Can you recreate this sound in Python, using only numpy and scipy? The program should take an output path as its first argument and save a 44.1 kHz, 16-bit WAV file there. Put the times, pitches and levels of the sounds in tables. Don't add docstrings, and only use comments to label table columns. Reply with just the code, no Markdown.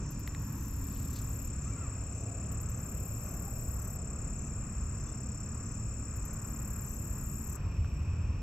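import sys
import numpy as np
from scipy import signal
from scipy.fft import rfft, irfft, next_fast_len
from scipy.io import wavfile
from scipy.ndimage import map_coordinates

SR = 44100
rng = np.random.default_rng(int(sys.argv[2]) if len(sys.argv) > 2 else 0)


def store_wav(level_fs):
    pcm = np.round(np.clip(np.atleast_2d(level_fs), -1, 1) * 32767)
    wavfile.write(sys.argv[1], SR, pcm.T.astype(np.int16))


N = 371322
T = np.arange(N) / SR
MOVE_S = 7.571


def amp(db):
    return 10 ** (np.asarray(db) / 20)


def unit(x):
    return x / np.sqrt(np.mean(x ** 2) + 1e-20)


def along(points, hz):
    point_hz, value = np.transpose(points)
    return np.interp(np.log(hz + 1), np.log(point_hz + 1), value)


def curves(rows, at=T, **outside):
    position, *columns = np.transpose(rows)
    return [np.interp(at, position, column, **outside) for column in columns]


def wobble(rate):
    return map_coordinates(rng.standard_normal(int(N * rate / SR) + 4), [T * rate])


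def filtered(x, response):
    size = next_fast_len(N + 8192)
    return irfft(rfft(x, size) * response(np.fft.rfftfreq(size, 1 / SR)), size)[..., :N]


def peak(hz, width_hz):
    return lambda f: (1j * f * width_hz / (hz * hz - f * f + 1j * f * width_hz)) ** 2


def moved():
    return np.clip((T - MOVE_S) / .008 + .5, 0, 1)


def places(levels_db, drift_db):
    first, second = levels_db
    return first + (second - first) * moved() + drift_db * wobble(1.525)


def placed(x, pan_db, lead, wet_db, t60):
    sides = np.array([[.5], [-.5]])
    direct = filtered(x, lambda f: amp(pan_db * sides) * np.exp(2j * np.pi * f * lead * sides))
    t = np.arange(SR // 4) / SR
    tail = rng.standard_normal((2, len(t))) * amp(-60 * t / t60)
    tail = tail / np.linalg.norm(tail[0])
    return direct + amp(wet_db) * signal.fftconvolve(x[None], tail, axes=1)[:, :N]


def aside(noises, pan_db, lead, wet_db):
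    return placed(noises[0], pan_db, lead, wet_db=-60, t60=.1) + amp(wet_db) * noises[1:]


def swell(rate, depth_db):
    return amp(depth_db * np.cos(2 * np.pi * (rate * T + .5 * wobble(2.2))))


# pitch_hz, likeness (1 = the same)
ALIKE = [(60, 1.0), (130, 1.0), (290, 0.99), (640, 0.78), (1410, 0.81), (3100, 0.72), (6820, 0.68),
         (15000, 0.08)]
# pitch_hz, left_over_right_db
LEAN = [(60, 0), (130, -1), (290, 1.5), (640, 1), (1410, 0), (3100, 2.5), (6820, 6.5), (15000, 14.5)]


def spread(points):
    def mix(f):
        turn = np.arccos(np.clip(along(ALIKE, f), -1, 1)) / 2
        return amp(along(points, f)) * np.array([np.cos(turn), np.sin(turn)])

    mid, side = filtered(rng.standard_normal((2, N)), mix)
    pair = np.array([mid + side, mid - side])
    return unit(filtered(pair, lambda f: amp(np.outer([.5, -.5], along(LEAN, f)))))


# pitch_hz, relative_level_db
DEEP = [(11, -27), (18, -10), (64, 2), (130, -7.5), (170, -21), (290, -120)]
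# pitch_hz, relative_level_db
BODY = [(59, -48), (100, -0.5), (189, -6.5), (220, -9), (275, -13), (350, -18), (480, -26.5), (620, -34),
        (1060, -120)]


def rumble():
    deep_db = places((-39, -36.5), drift_db=0.26) + 0.62 * wobble(4.6)
    body_db = places((-43.5, -47), drift_db=0.03) + 0.7 * wobble(5)
    return amp(deep_db) * spread(DEEP) + amp(body_db) * spread(BODY)


# pitch_hz, relative_level_db
HISS = [(240, -38.5), (400, -2), (688, -3.5), (850, -12), (1100, -31), (1870, -120)]
# time_s, level_db
HISS_LEVEL = [(0, -60.5), (.8, -63), (2.25, -55), (2.7, -58), (3.35, -55), (4.5, -58.5), (7.5, -60.5),
              (8.42, -63)]
# pitch_hz, relative_level_db
TYRES = [
    [(500, -46), (850, -5), (1090, -0.5), (1330, -6), (1940, -11), (2200, -34.5), (2860, -60), (4840, -120)],
    [(500, -33), (850, -9), (1160, -0.5), (1360, -3.5), (1540, -7.5), (2200, -16), (2860, -50),
     (4840, -120)],
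]
# time_s, brighter_share (0 to 1, of the power)
BRIGHT = [(0, 0.05), (1, 0.14), (1.6, 0.99), (6, 0.96), (6.6, 0.7), (7.5, 0.51), (8.42, 0.07)]


def tyre_hiss():
    bright = np.clip(curves(BRIGHT)[0], 0, 1)
    tyres = np.sqrt(1 - bright) * spread(TYRES[0]) + np.sqrt(bright) * spread(TYRES[1])
    tyres_db = places((-57.5, -60.5), drift_db=0.0) + 1.44 * wobble(6.3)
    soft_db = curves(HISS_LEVEL)[0] + 1.1 * wobble(5.8)
    both = amp(soft_db) * spread(HISS) + amp(tyres_db) * tyres
    lean_db = 6.5 * moved()
    return both * amp(np.outer([.5, -.5], lean_db))


# pitch_hz, relative_level_db
AIR = [(1800, -120), (2000, 0), (3200, -7.5), (4500, -7.5), (6500, -14), (8000, 0), (8500, -23),
       (15500, -35)]
# time_s, level_db
AIR_LEVEL = [(0, -70), (1.05, -67), (2.2, -72.5), (3.4, -76), (4.5, -75), (7.5, -77), (7.6, -69),
             (8.42, -71.5)]


def air():
    return amp(curves(AIR_LEVEL)[0]) * spread(AIR)


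# pitch_hz, relative_level_db
WING = [(7500, -60), (8600, -30.5), (10000, -18), (10900, -13.5), (11500, -4), (12000, 3.5), (12500, -0.5),
        (13000, -7.5), (13700, -18), (14300, -8), (14900, -9.5), (15500, -18.5)]
# time_s, level_db
FAR_KATYDIDS = [(0, -79), (1.56, -72), (7.57, -73), (7.6, -75.5), (7.95, -74.5), (8.2, -80.5)]


def far_katydids():
    beat = swell(40, depth_db=2.5) * swell(21.0, depth_db=1.5)
    return amp(curves(FAR_KATYDIDS)[0]) * unit(beat * spread(WING))


def side_rumble():
    return amp(-67.5) * unit(filtered(rng.standard_normal((2, N)), peak(40, 70)))


# pitch_hz, level_db (both waver), start_s, end_s
HUMS = [(107, -45, .3, 3.4), (146, -47, -.2, .8), (135, -48, 1, 1.8), (289, -52, -.2, 1.3),
        (267, -54, .3, 3), (177, -54, 2.4, 3.8), (218, -54, .2, 1.6), (219, -50, 4.3, 7.6),
        (79, -37, 7.52, 8.6)]


def hums():
    out = np.zeros(N)
    for hz, db, start, end in HUMS:
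        fade = np.clip(np.minimum(T - start, end - T) / .12, 0, 1)
        tone = np.sin(2 * np.pi * hz * T + .9 * wobble(4))
        out += fade * amp(db + 1.5 * wobble(5)) * tone
    return out


# time_s, level_db
FAR_TRILL = [(0, -62), (.6, -62), (1, -60.5), (7.57, -75), (7.58, -70), (8.2, -65.5), (8.42, -71)]


def crowd(colour, rate, depth_db):
    return unit(swell(rate, depth_db) * filtered(rng.standard_normal((3, N)), colour))


def choruses():
    low = amp(places((-66.5, -63.5), drift_db=0.7)) * crowd(peak(2514, 408), rate=26.0, depth_db=1.0)
    high = amp(places((-63.5, -66), drift_db=1.14)) * crowd(peak(5585, 760), rate=21.0, depth_db=0.5)
    arches = lambda f: peak(7600, 900)(f) / (1 + (f / 7950) ** 60)
    trills = amp(curves(FAR_TRILL)[0]) * crowd(arches, rate=31, depth_db=2.0)
    pulsing = amp(-67.5) * crowd(peak(2525, 330), rate=18.6, depth_db=2.5)
    out = aside(low, pan_db=-3.5, lead=-5.4e-5, wet_db=-4.5)
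    out += aside(high, pan_db=-1.0, lead=4e-5, wet_db=-7)
    out += aside(trills, pan_db=2, lead=2e-5, wet_db=-7.5)
    return out + moved() * aside(pulsing, pan_db=3, lead=0, wet_db=-5)


def trill(pace, stroke, level_db):
    at_start, per_second, slowing = pace
    cycles = at_start + per_second * T - slowing / 2 * T ** 2 + 0.012 * wobble(30)
    whole = np.round(cycles)
    hz, db = curves(stroke, cycles - whole)
    chance = rng.standard_normal((400, 2))[whole.astype(int)]
    tone = np.sin(2 * np.pi * np.cumsum(hz * (1 + 0.003 * chance[:, 0])) / SR)
    stroke_db = db + 0.4 * chance[:, 1] + 0.5 * wobble(150)
    return amp(level_db) * unit(tone * amp(stroke_db))


# part_of_stroke (-0.5 to 0.5), pitch_hz, relative_level_db
UPPER = [(-.35, 7250, -23), (-.3, 7300, -8.5), (-.12, 7700, -2.5), (0.029, 7760, -5), (.14, 7610, -3),
         (.2, 7317, -9), (.32, 6837, -15.5), (.37, 6680, -32)]
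# part_of_stroke (-0.5 to 0.5), pitch_hz, relative_level_db
LOWER = [(-.35, 6350, -37), (-.28, 6600, -0.5), (-.18, 7100, 4), (0, 7430, -4.5), (.2, 6960, -0.5),
         (.33, 6460, -8), (.39, 6270, -40)]
# time_s, level_db
UPPER_LEVEL = [(0, -58), (.63, -58.5), (.9, -53), (1.6, -50.5), (4.2, -50), (4.8, -51), (7.1, -50),
               (7.6, -50.5)]


def near_trillers():
    upper = trill((-.27, 35.361, 0), UPPER, curves(UPPER_LEVEL)[0])
    lower = trill((-.435, 34.679, .0169), LOWER, -55.5 + 0.86 * wobble(3.014))
    upper = placed(upper, pan_db=8.0, lead=2.4e-5, wet_db=-13, t60=0.23)
    return upper + placed(lower, pan_db=6.5, lead=2.4e-5, wet_db=-8.5, t60=0.35)


CHIRPS = [0.031, 0.57, 1.11, 1.62, 2.14, 2.69, 3.25, 3.8, 4.38, 5.001, 5.65, 6.23, 6.86, 7.481]


def chirper():
    chirps, t = np.zeros(N + SR), np.arange(int(.125 * SR)) / SR
    arch = np.sin(np.pi * t / t[-1])
    for mark, (pace, tune) in zip(CHIRPS, rng.standard_normal((len(CHIRPS), 2))):
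        stroke = t * 75 * (1 + .015 * pace) % 1
        wander, size = np.repeat(rng.standard_normal((2, 20)), 300, axis=1)[:, :len(t)]
        hz = 6230 + 20 * tune + 20 * arch - 200 * stroke + 45 * wander
        tone = np.sin(2 * np.pi * np.cumsum(hz) / SR)
        loudness = amp(-55 + size) * arch ** .1 * np.sin(np.pi * stroke) ** 2
        chirps[round((mark - .008) * SR):][:len(t)] += loudness * tone
    return placed(chirps[:N], pan_db=4, lead=1e-5, wet_db=-9, t60=.1)


TICKS = [.102, .19, .269, 2.515, 2.609, 2.692, 6.156, 6.248, 6.328]
# start_s, end_s
BUZZES = [(.3326, 1.485), (2.7284, 3.975), (6.38, 7.572)]
# part_of_stroke (0 to 1), relative_level_db
RASP = [(0, -2.5), (.08, -8.5), (.35, -12), (.5, -6.5), (.7, -1), (1, -1)]
# time_into_buzz_s, level_db
BUZZ_SWELL = [(0, -78), (.08, -63), (.28, -59.5), (1.3, -59.5)]


def katydid():
    effort = np.zeros(N)
    for start, end in BUZZES:
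        into = T - start
        cycles = .32 + 38.15 * into - .52 / 2 * into ** 2
        stroke_db = curves(RASP, cycles % 1)[0]
        stop = np.clip((end - T) / .012, 0, 1)
        strokes = unit(amp(stroke_db + 0.52 * wobble(40)))
        effort += amp(curves(BUZZ_SWELL, into, left=-200)[0]) * stop * strokes
    for start in TICKS:
        late = np.clip(T - start, 0, None)
        rise = np.clip(late / 0.0054, 0, 1)
        fall = np.exp(-(late / .016) ** 3) + 0.34 * np.exp(-late / 0.044)
        effort += amp(-57) * rise * fall
    teeth = rng.standard_normal((3, N)) * amp(1.2 * wobble(500))
    rasp = unit(filtered(teeth, lambda f: amp(along(WING, f))))
    return aside(effort * rasp, pan_db=16.5, lead=2.3e-5, wet_db=-6)


# start_s, ring_level_db, ring_pitch_hz, crack_share (crack against ring)
CLICKS_AND_CHIRPS = [(.2005, -49, 4900, .6), (.2765, -33, 1950, 3.5), (.3488, -36.5, 1880, 3.3),
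                     (.8385, -58, 4500, 3), (.884, -53, 2640, 3), (.9627, -51, 3000, 4),
                     (1.043, -56, 3500, 3), (1.1712, -49, 4400, 4), (1.188, -50, 4100, 1.5),
                     (2.45, -55, 3000, 1.5), (2.518, -54, 2980, 1.5), (2.985, -56, 3000, 1.5),
                     (5.46, -60, 4200, 3), (7.8463, -39, 1470, .2)]
# time_s, level_db
RUSTLE = [(.82, -85), (.95, -64), (1.08, -72), (1.16, -58), (1.19, -55), (1.205, -65), (1.3, -86)]


def rod_and_faint_chirps():
    shorts, t = np.zeros(N + SR), np.arange(SR // 20) / SR
    for start, db, hz, share in CLICKS_AND_CHIRPS:
        burst = (t == 0) + .25 * rng.standard_normal(len(t)) * amp(-60 * t / .004)
        crack = filtered(burst, peak(3400, 5000))[:len(t)]
        ring = np.sin(2 * np.pi * hz * t) * amp(-60 * t / .009)
        shorts[round(start * SR):][:len(t)] += amp(db) * (ring - share * crack)
    rustle = unit(filtered(rng.standard_normal(N) * amp(3.9 * wobble(200)), peak(4550, 3400)))
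    rustle = amp(curves(RUSTLE, left=-200, right=-200)[0]) * rustle
    return placed(shorts[:N] + rustle, pan_db=0, lead=0, wet_db=-13, t60=.07)


def calls(rows, overtones):
    out = np.zeros(N)
    for start, length, first, middle, last, db in rows:
        u = np.clip((T - start) / length, 0, 1)
        hz = first * (1 - u) + last * u + (4 * middle - 2 * first - 2 * last) * u * (1 - u)
        turns = 2 * np.pi * np.cumsum(hz) / SR
        voice = sum(amp(over_db) * np.sin(k * turns) for k, over_db in overtones)
        out += amp(db + 4.3 * wobble(60)) * np.sin(np.pi * u ** 1.36) ** 0.53 * voice
    return out


# start_s, length_s, start_pitch_hz, middle_pitch_hz, end_pitch_hz, level_db (flickers)
HONKS = [(1.63, .09, 540, 640, 695, -63), (1.76, .11, 665, 685, 560, -62)]
# multiple_of_pitch, relative_level_db
THROAT = [(2, 9), (3, -5), (4, -1)]
# start_s, length_s, start_pitch_hz, middle_pitch_hz, end_pitch_hz, level_db (flickers)
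SINGLE_TONES = [(1.705, .055, 2260, 2330, 2250, -60), (2.24, .29, 690, 680, 600, -57),
                (3.2, .15, 620, 580, 540, -55), (3.43, .1, 740, 800, 770, -56),
                (5.04, .1, 3450, 3510, 3560, -77)]


def far_calls():
    voices = calls(HONKS, THROAT) + calls(SINGLE_TONES, [(1, 0)])
    return placed(voices, pan_db=0, lead=0, wet_db=-10, t60=.15)


# time_s, level_db
DISTANT_LEVEL = [(7.57, -67), (8.2, -67.5), (8.3, -77), (8.42, -72)]


def distant_cricket():
    song = trill((.44, 35.7, 0), UPPER, curves(DISTANT_LEVEL)[0])
    return placed(song, pan_db=-1.0, lead=0, wet_db=-6, t60=0.2)


def drone():
    fade_in = np.clip((T - MOVE_S) / 0.035, 0, 1)
    noise = unit(filtered(rng.standard_normal(N), peak(79.6, 53)))
    return fade_in * amp(-35 + .6 * wobble(3.5)) * noise


def scene():
    background = rumble() + tyre_hiss() + air() + far_katydids() + side_rumble() + hums()
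    near = (1 - moved()) * (near_trillers() + chirper())
    insects = choruses() + near + katydid() + moved() * distant_cricket()
    return background + insects + rod_and_faint_chirps() + far_calls() + drone()


def record(dry):
    return filtered(dry, lambda hz: hz < 15762)


dry = scene()
out = record(dry)
store_wav(out)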